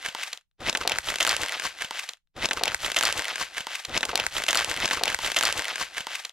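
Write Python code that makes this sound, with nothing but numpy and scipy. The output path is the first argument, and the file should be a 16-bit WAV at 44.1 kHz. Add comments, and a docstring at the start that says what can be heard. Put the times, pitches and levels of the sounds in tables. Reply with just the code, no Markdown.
"""Paper mailer crumpled on a table

Hands work a kraft-paper mailer open on a wooden table, close to a stereo microphone in a quiet room.
Creases are noise bursts through the bag's response, sliding paper is random ticks over hiss, and the
parcel bumps the table as short sine knocks over a low rumble. One handful of this is laid down five times:
the first is cut to its tail, the last ones overlap.
"""
import sys
import numpy as np
from scipy import signal
from scipy.fft import rfft, irfft
from scipy.io import wavfile
from scipy.ndimage import uniform_filter1d

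SR = 44100
rng = np.random.default_rng(int(sys.argv[2]) if len(sys.argv) > 2 else 0)


def to_wav(s):
    """Save 16-bit WAV."""
    ch = np.atleast_2d(s).T  # columns
    pcm = np.round(np.clip(ch, -1, 1) * 32767)  # PCM
    wavfile.write(sys.argv[1], SR, pcm.astype(np.int16))


N = 278712

HANDFUL_S = 2.5
SIZE = int(HANDFUL_S * SR)
TIME = np.arange(SIZE) / SR
# the hands take hold and let go
GRASP_S, GRASP_RISE_S, LET_GO_S, LET_GO_FALL_S = .604, 0.0076, 2.11, 0.028


def undb(db):
    """Decibels to gain."""
    return 10 ** (np.asarray(db) / 20)


def unit(x):
    """Scale to rms 1."""
    return x / np.sqrt(np.mean(x ** 2))


def noise(size):
    """White noise."""
    return rng.standard_normal(size)


def convolve(x, response):
    """Pass x through an impulse response, keeping its length."""
    return signal.fftconvolve(x, response)[:len(x)]


def colour(points, size=2048):
    """Causal minimum-phase impulse response of a (Hz, dB) spectrum, by folding its cepstrum."""
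    hz, db = np.transpose(points)
    bin_hz = np.arange(size // 2 + 1) * SR / size
    gain = undb(np.interp(np.log(bin_hz + 1), np.log(hz), db))
    cepstrum = irfft(np.log(gain))
    cepstrum[1:size // 2] *= 2
    cepstrum[size // 2 + 1:] = 0
    return irfft(np.exp(rfft(cepstrum)))


def resonate(x, hz, width_hz):
    """One resonance, gain 1 at its centre."""
    return signal.lfilter(*signal.iirpeak(hz, hz / width_hz, fs=SR), x)


def band(x, edges_hz, order=3):
    """Band-pass between two frequencies."""
    return signal.sosfilt(signal.butter(order, edges_hz, "band", fs=SR, output="sos"), x)


def walk(rate_hz):
    """Smooth random wander of rms 1."""
    hold = int(SR / rate_hz)
    steps = np.repeat(noise(SIZE // hold + 1), hold)
    return unit(uniform_filter1d(steps, hold)[:SIZE])


def swell(start_s, rise_s, end_s, fall_s, roundness=1.3):
    """Gain that rises to 1 at start_s, holds until end_s and dies away."""
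    before, after = (start_s - TIME) / rise_s, (TIME - end_s) / fall_s
    return np.exp(-np.maximum(0, np.maximum(before, after)) ** roundness)


def quiet_room(level_db=-82):
    """Steady room tone: coloured noise, independent at each side."""
    # Each row: frequency in Hz, relative level in dB.
    room_tone = [(20, 12.5), (50, 8.5), (85, -4), (170, -4.5), (300, -20), (2000, -32), (16000, -33)]
    return undb(level_db) * np.array([unit(convolve(noise(N), colour(room_tone))) for _ in range(2)])


def table(push_db, rumble_db=-25, rumble_hz=170, rumble_tilt_hz=60, bump_db=-4, bump_cycles=0.33, apart_db=-3):
    """Dead bumps of the parcel and a rumble under the pressing hands, somewhat different at each side."""
    # Knocks through the box. Each row: start in seconds, envelope peak in dB before bump_db, pitch in Hz.
    knocks = [(0.6, -40.5, 80), (0.643, -41, 90), (0.658, -37.5, 75), (0.676, -43, 110), (0.698, -37, 194),
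              (.792, -45, 75.2), (.814, -39.5, 70), (0.875, -48, 205), (.935, -36.5, 100),
              (.959, -39.5, 90), (.989, -39, 65), (1.333, -41, 70), (1.401, -34, 100), (1.424, -34, 80),
              (1.653, -33.5, 190), (1.845, -36, 193)]
    bumps = np.zeros(SIZE)
    for s, db, hz in knocks:
        start = int(s * SR)
        cycles = hz * TIME[:SIZE - start]
        envelope = (cycles / bump_cycles) * np.exp(1 - cycles / bump_cycles)
        bumps[start:] += undb(db + bump_db) * np.sin(2 * np.pi * cycles) * envelope
    press = undb(rumble_db + push_db)
    boards = colour([(8, -15), (22, 0), (rumble_tilt_hz, -1), (rumble_hz, -6), (2 * rumble_hz, -18), (1000, -50)])
    shared, left, right = (press * unit(convolve(noise(SIZE), boards)) for _ in range(3))
    return bumps + shared + undb(apart_db) * np.array([left, right])


def hands(hold_db=-48):
    """Level, body, crackle and pressure (dB): strokes swell over a light rub; the grip passes from one to the next."""
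    # Strokes that slide paper on paper. Each row: peak time in seconds, level in dB, rise in seconds,
    # fall in seconds, body and crackle in dB against that level, pressure on the parcel in dB.
    strokes = [(.607, -38, 0.0044, 0.033, -3, -17, 15.5), (.684, -26.5, 0.028, 0.017, -11.5, -12, 10),
               (.757, -50, 0.0067, 0.028, 3.5, 0, 7), (0.814, -33, 0.0093, 0.03, -8.5, -9.5, 9),
               (.922, -33.5, 0.045, 0.044, -5.5, -20.5, 4.5), (.97, -37.5, 0.025, 0.025, -7, -7, 3.5),
               (1.088, -27.5, 0.029, 0.056, -12, -7.5, 5.5), (1.212, -30, 0.014, .05, -5.5, -7.5, 3),
               (1.297, -27, .04, 0.073, -11.5, -12, -0.5), (1.428, -29.5, 0.043, 0.033, -5, -7.5, 5),
               (1.52, -35.5, .05, 0.11, -6, -12, -10.5), (1.661, -29, 0.042, .03, -9.5, -9, -1),
               (1.818, -33, 0.031, 0.043, -9.5, -10, -1), (1.975, -34, .05, 0.043, -13, -11.5, -13),
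               (2.04, -36, 0.011, 0.01, -11, -6, -11.5)]
    power = undb(hold_db) ** 2
    for s, db, rise_s, fall_s, *_ in strokes:
        power = power + (undb(db) * swell(s, rise_s, s, fall_s)) ** 2
    contact = swell(GRASP_S, GRASP_RISE_S, LET_GO_S, LET_GO_FALL_S)
    level_db = 10 * np.log10(power * contact ** 2 + 1e-14)
    peak_s, _, _, _, *grip = np.transpose(strokes)
    body_db, crackle_db, pressure_db = (np.interp(TIME, peak_s, column) for column in grip)
    return level_db, body_db, crackle_db, pressure_db


def paper_responses():
    """How the bag answers a tick: sheet colour plus hollow resonances, split in body, facet and crackle ranges."""
    # Colour of the paper. Each row: frequency in Hz, relative level in dB.
    paper_colour = [(100, -10), (200, -12.5), (330, -9), (420, -8.5), (500, -3.5), (1000, -3), (1600, 2),
                    (3100, 3), (5000, -3), (7300, -5), (9300, -9.5), (11000, -8.5), (13500, -16),
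                    (16000, -23.5)]
    # Resonances of the bag round the box. Each row: centre in Hz, width in Hz, gain in dB.
    hollow = [(513, 24, -25.5), (661, 97, -9.5), (878, 110, -11.5), (1263, 220, -11.5), (1550, 76, -6),
              (2020, 170, -7), (2643, 53, -7.5), (3270, 55, -36), (3560, 88, -19)]
    # Body (whole panels), facets, crackle (fibres). Each row: low edge in Hz, high edge in Hz.
    ranges = [(200, 1100), (1100, 5500), (5500, 19000)]
    sheet = colour(paper_colour)
    bag = sheet + sum(undb(db) * resonate(sheet, hz, width_hz) for hz, width_hz, db in hollow)
    return [band(bag, edges_hz) for edges_hz in ranges]


def slide(responses, level_db, body_db, crackle_db, tick_rate_hz=600, tick_s=.0006, tick_spread_db=0.5,
          hiss_db=-8, fibre_hiss_db=-2, flutter_db=1.5):
    """Sliding paper catches and lets go in tiny ticks over a soft hiss; panels flutter most, fibres hiss most evenly."""
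    sizes = undb(tick_spread_db * np.minimum(rng.exponential(size=SIZE), 3.5))
    ticks = (rng.random(SIZE) < tick_rate_hz / SR) * sizes
    energy = signal.lfilter([1], [1, -np.exp(-2 / (tick_s * SR))], ticks ** 2)
    grain, out = noise(SIZE), 0
    rel_dbs, even_dbs = (body_db, 0, crackle_db), (hiss_db, hiss_db, fibre_hiss_db)
    for response, rel_db, even_db, flutter in zip(responses, rel_dbs, even_dbs, (2, 1, .5)):
        friction = convolve(grain * np.sqrt(energy + undb(even_db) ** 2), response)
        gain = undb(level_db + rel_db + flutter * flutter_db * walk(70))
        out = out + gain * unit(friction)
    return out


def lesser_creases(level_db, count=14, rel_db=-1, spread_db=-0.7, ring_hz=2050, spread_octaves=0.3,
                   crackle_db=-18, rattle_s=0.002):
    """Small creases give way at random while the paper is held, their level following the stroke that bends them."""
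    times_s = GRASP_S + (LET_GO_S - GRASP_S) * (np.arange(count) + rng.random(count)) / count
    rows = []
    for s, (loud, high) in zip(times_s, rng.standard_normal((count, 2))):
        db = np.interp(s, TIME, level_db) + rel_db + spread_db * loud
        rows.append((s, db, ring_hz * 2 ** (spread_octaves * high), crackle_db, rattle_s))
    return rows


def crease_body(ring_hz, pressure_db, facet_body_db=-12.5, db_per_octave=13.5, facet_hz=2110, db_per_pressure_db=0.41):
    """A large, low-ringing facet moves whole panels, the more so under a firm hand (dB)."""
    octaves_below = max(0, np.log2(facet_hz / ring_hz))
    return facet_body_db + db_per_octave * octaves_below + db_per_pressure_db * pressure_db


def creases(responses, level_db, pressure_db, snap_db=17.5, shiver_db=-21, shiver_s=.007, ring_db=7.5,
            ring_share=0.32, body_hang=1.53, crackle_hang=1.0, size=2048):
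    """A facet snaps through, rattles while bending waves cross it, and leaves a short shiver in the sheet."""
    # Creases placed one by one, from sharp snaps to faint last ticks. Each row: start in seconds, level in dB,
    # facet ring in Hz, crackle in dB against that level, rattle time in seconds.
    placed_creases = [(.6771, -33.5, 2240, -13.5, 0.0046), (.686, -22.5, 2580, -27.5, 0.0013),
                      (0.6962, -21.5, 5430, -4.5, 0.0031), (.728, -27, 3400, -6.5, .0035),
                      (0.7504, -17.5, 2050, -13.5, 0.0016), (0.754, -21.5, 2500, -18, 0.0056),
                      (0.773, -25.5, 3270, 0.5, 0.0031), (.811, -30, 1320, -23, 0.0071),
                      (0.8516, -41, 700, -30, 0.0043), (.87, -45, 667, -16, 0.0032),
                      (0.8758, -19, 3430, -2.5, 0.0025), (0.896, -24.5, 2500, -4.5, 0.0023),
                      (.9101, -36.5, 870, -23, 0.0036), (0.9191, -17, 2860, -10, 0.0032),
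                      (.959, -32.5, 1317, -11, 0.0047), (0.9856, -20.5, 2010, -3, 0.0019),
                      (1.0863, -20, 3000, -24, 0.0034), (1.102, -27.5, 1800, -2.5, .0027),
                      (1.1408, -27.5, 1800, -12, 0.0028), (1.1576, -24.5, 3340, -4, 0.0036),
                      (1.1853, -29.5, 2610, -3.5, 0.0035), (1.203, -21.5, 3020, -10, 0.0048),
                      (1.2065, -18, 3100, -7, .0036), (1.217, -24.5, 1510, -26, .003),
                      (1.2272, -25.5, 3534, 4.5, 0.0048), (1.25, -19.5, 1590, -8, 0.0018),
                      (1.2673, -20.5, 3080, -10, 0.0014), (1.2749, -21, 1500, -1.5, 0.0018),
                      (1.28, -30.5, 1720, -8, .0024), (1.293, -20.5, 4050, 0.5, 0.0042),
                      (1.3018, -33, 980, -22.5, .0033), (1.312, -25, 1470, -6.5, 0.0025),
                      (1.3204, -23.5, 3110, -5.5, 0.0012), (1.329, -24, 1260, -11, 0.003),
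                      (1.339, -28.5, 1510, -6.5, .004), (1.3656, -24, 3220, 0.5, 0.0019),
                      (1.4166, -29, 3450, -1.5, 0.005), (1.4338, -24, 1710, -4.5, 0.0019),
                      (1.4614, -28, 1550, -6, .0024), (1.484, -32, 2090, -6, 0.0033),
                      (1.4939, -27.5, 2040, -8, 0.0019), (1.5221, -25, 1650, -7, .0024),
                      (1.534, -39.5, 2400, -2.5, 0.0022), (1.5973, -26.5, 1650, -7, 0.0032),
                      (1.621, -30, 1500, -15, 0.0017), (1.6511, -30.5, 956, -5.5, 0.0043),
                      (1.6667, -29, 1980, -5, 0.0022), (1.8099, -30, 1810, -14, 0.0069),
                      (1.821, -23.5, 1970, -11, 0.0031), (1.8462, -28.5, 2870, -6.5, 0.0043),
                      (1.9092, -28.5, 980, -7.5, 0.0011), (1.974, -39.5, 2040, -20, .002),
                      (1.9921, -26, 2250, -8, 0.006), (2.0894, -29.5, 3060, -9, 0.005),
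                      (2.092, -29, 3300, -6, 0.0018), (2.135, -40.5, 3850, -7, 0.00069),
                      (2.1712, -63, 2010, -4, 0.0013), (2.273, -76, 3200, -12, 0.00081)]
    out, t = np.zeros(SIZE), np.arange(size) / SR
    attack = int(.004 * SR)
    for s, db, ring_hz, crackle_db, rattle_s in [*placed_creases, *lesser_creases(level_db)]:
        grain, start = noise(size), int(s * SR)
        body_db = crease_body(ring_hz, pressure_db[start])
        # big panels ring on longer than fibres
        for response, rel_db, hang in zip(responses, (body_db, 0, crackle_db), (body_hang, 1, crackle_hang)):
            rattle = np.exp(-(t / (rattle_s * hang)) ** 2)
            shiver = undb(shiver_db) * np.exp(-t / (shiver_s * hang ** 2))
            push = grain * (rattle + shiver)
            push[0] = undb(snap_db)
            push = push + undb(ring_db) * resonate(push, ring_hz, ring_share * ring_hz)
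            snap = convolve(push, response)
            attack_rms = np.sqrt(np.mean(snap[:attack] ** 2))
            out[start:start + size] += undb(db + rel_db) * snap / attack_rms
    return out


def backed(x, pressure_db, deep_hz=470, db_per_pressure_db=0.7):
    """Paper held against the box sounds full; a loose flap is too small to radiate the deep part."""
    deep = signal.sosfiltfilt(signal.butter(3, deep_hz, fs=SR, output="sos"), x)
    return x + (undb(db_per_pressure_db * pressure_db) - 1) * deep


def microphones(x, lag_s=.000028, left_db=1.5, beam_db=-8, beam_hz=3000, room_db=-19, room_t60_s=.14,
                wall_s=0.0048, size=8192):
    """The paper is a little louder on the left and earlier on the right; brief, diffuse reflections follow."""
    hz = np.arange(SIZE // 2 + 1) * SR / SIZE
    left = irfft(rfft(x) * np.exp(-2j * np.pi * hz * lag_s), SIZE)
    direct = np.array([left * undb(left_db / 2), x * undb(-left_db / 2)])
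    # every facet beams its treble its own way, so each side gets it with its own strength and phase
    high_pass = signal.butter(1, beam_hz, "high", fs=SR, output="sos")
    treble = signal.hilbert(signal.sosfilt(high_pass, direct))
    beams = np.array([walk(500) + 1j * walk(500) for _ in range(2)]) / np.sqrt(2)
    t = np.arange(size) / SR
    fade = undb(-60 * t / room_t60_s) * (t > wall_s)
    fade = fade / np.sqrt(np.sum(fade ** 2))
    room = np.array([convolve(x, noise(size) * fade) for _ in range(2)])
    return direct + undb(beam_db) * np.real(treble * beams) + undb(room_db) * room


def scene(table_left_db=-2.0):
    """The handful of crumpling, laid down five times over the room tone."""
    # Each entry: shift of the handful's times in seconds.
    repeat_shifts_s = [-1.76, 0, 1.76, 3.28, 4.16]
    responses = paper_responses()
    level_db, body_db, crackle_db, pressure_db = hands()
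    snaps = creases(responses, level_db, pressure_db)
    sliding = slide(responses, level_db, body_db, crackle_db)
    paper = microphones(backed(snaps + sliding, pressure_db))
    table_balance = undb([[table_left_db / 2], [-table_left_db / 2]])
    handful = paper + table(level_db + pressure_db) * table_balance
    out = quiet_room()
    for shift_s in repeat_shifts_s:
        at = np.arange(SIZE) + round(shift_s * SR)
        inside = (at >= 0) & (at < N)
        out[:, at[inside]] += handful[:, inside]
    return out


def record(dry, top_hz=16200):
    """A steep elliptic low-pass cuts the top."""
    return signal.sosfilt(signal.ellip(10, .2, 80, top_hz, fs=SR, output="sos"), dry)


dry = scene()
out = record(dry)
to_wav(out)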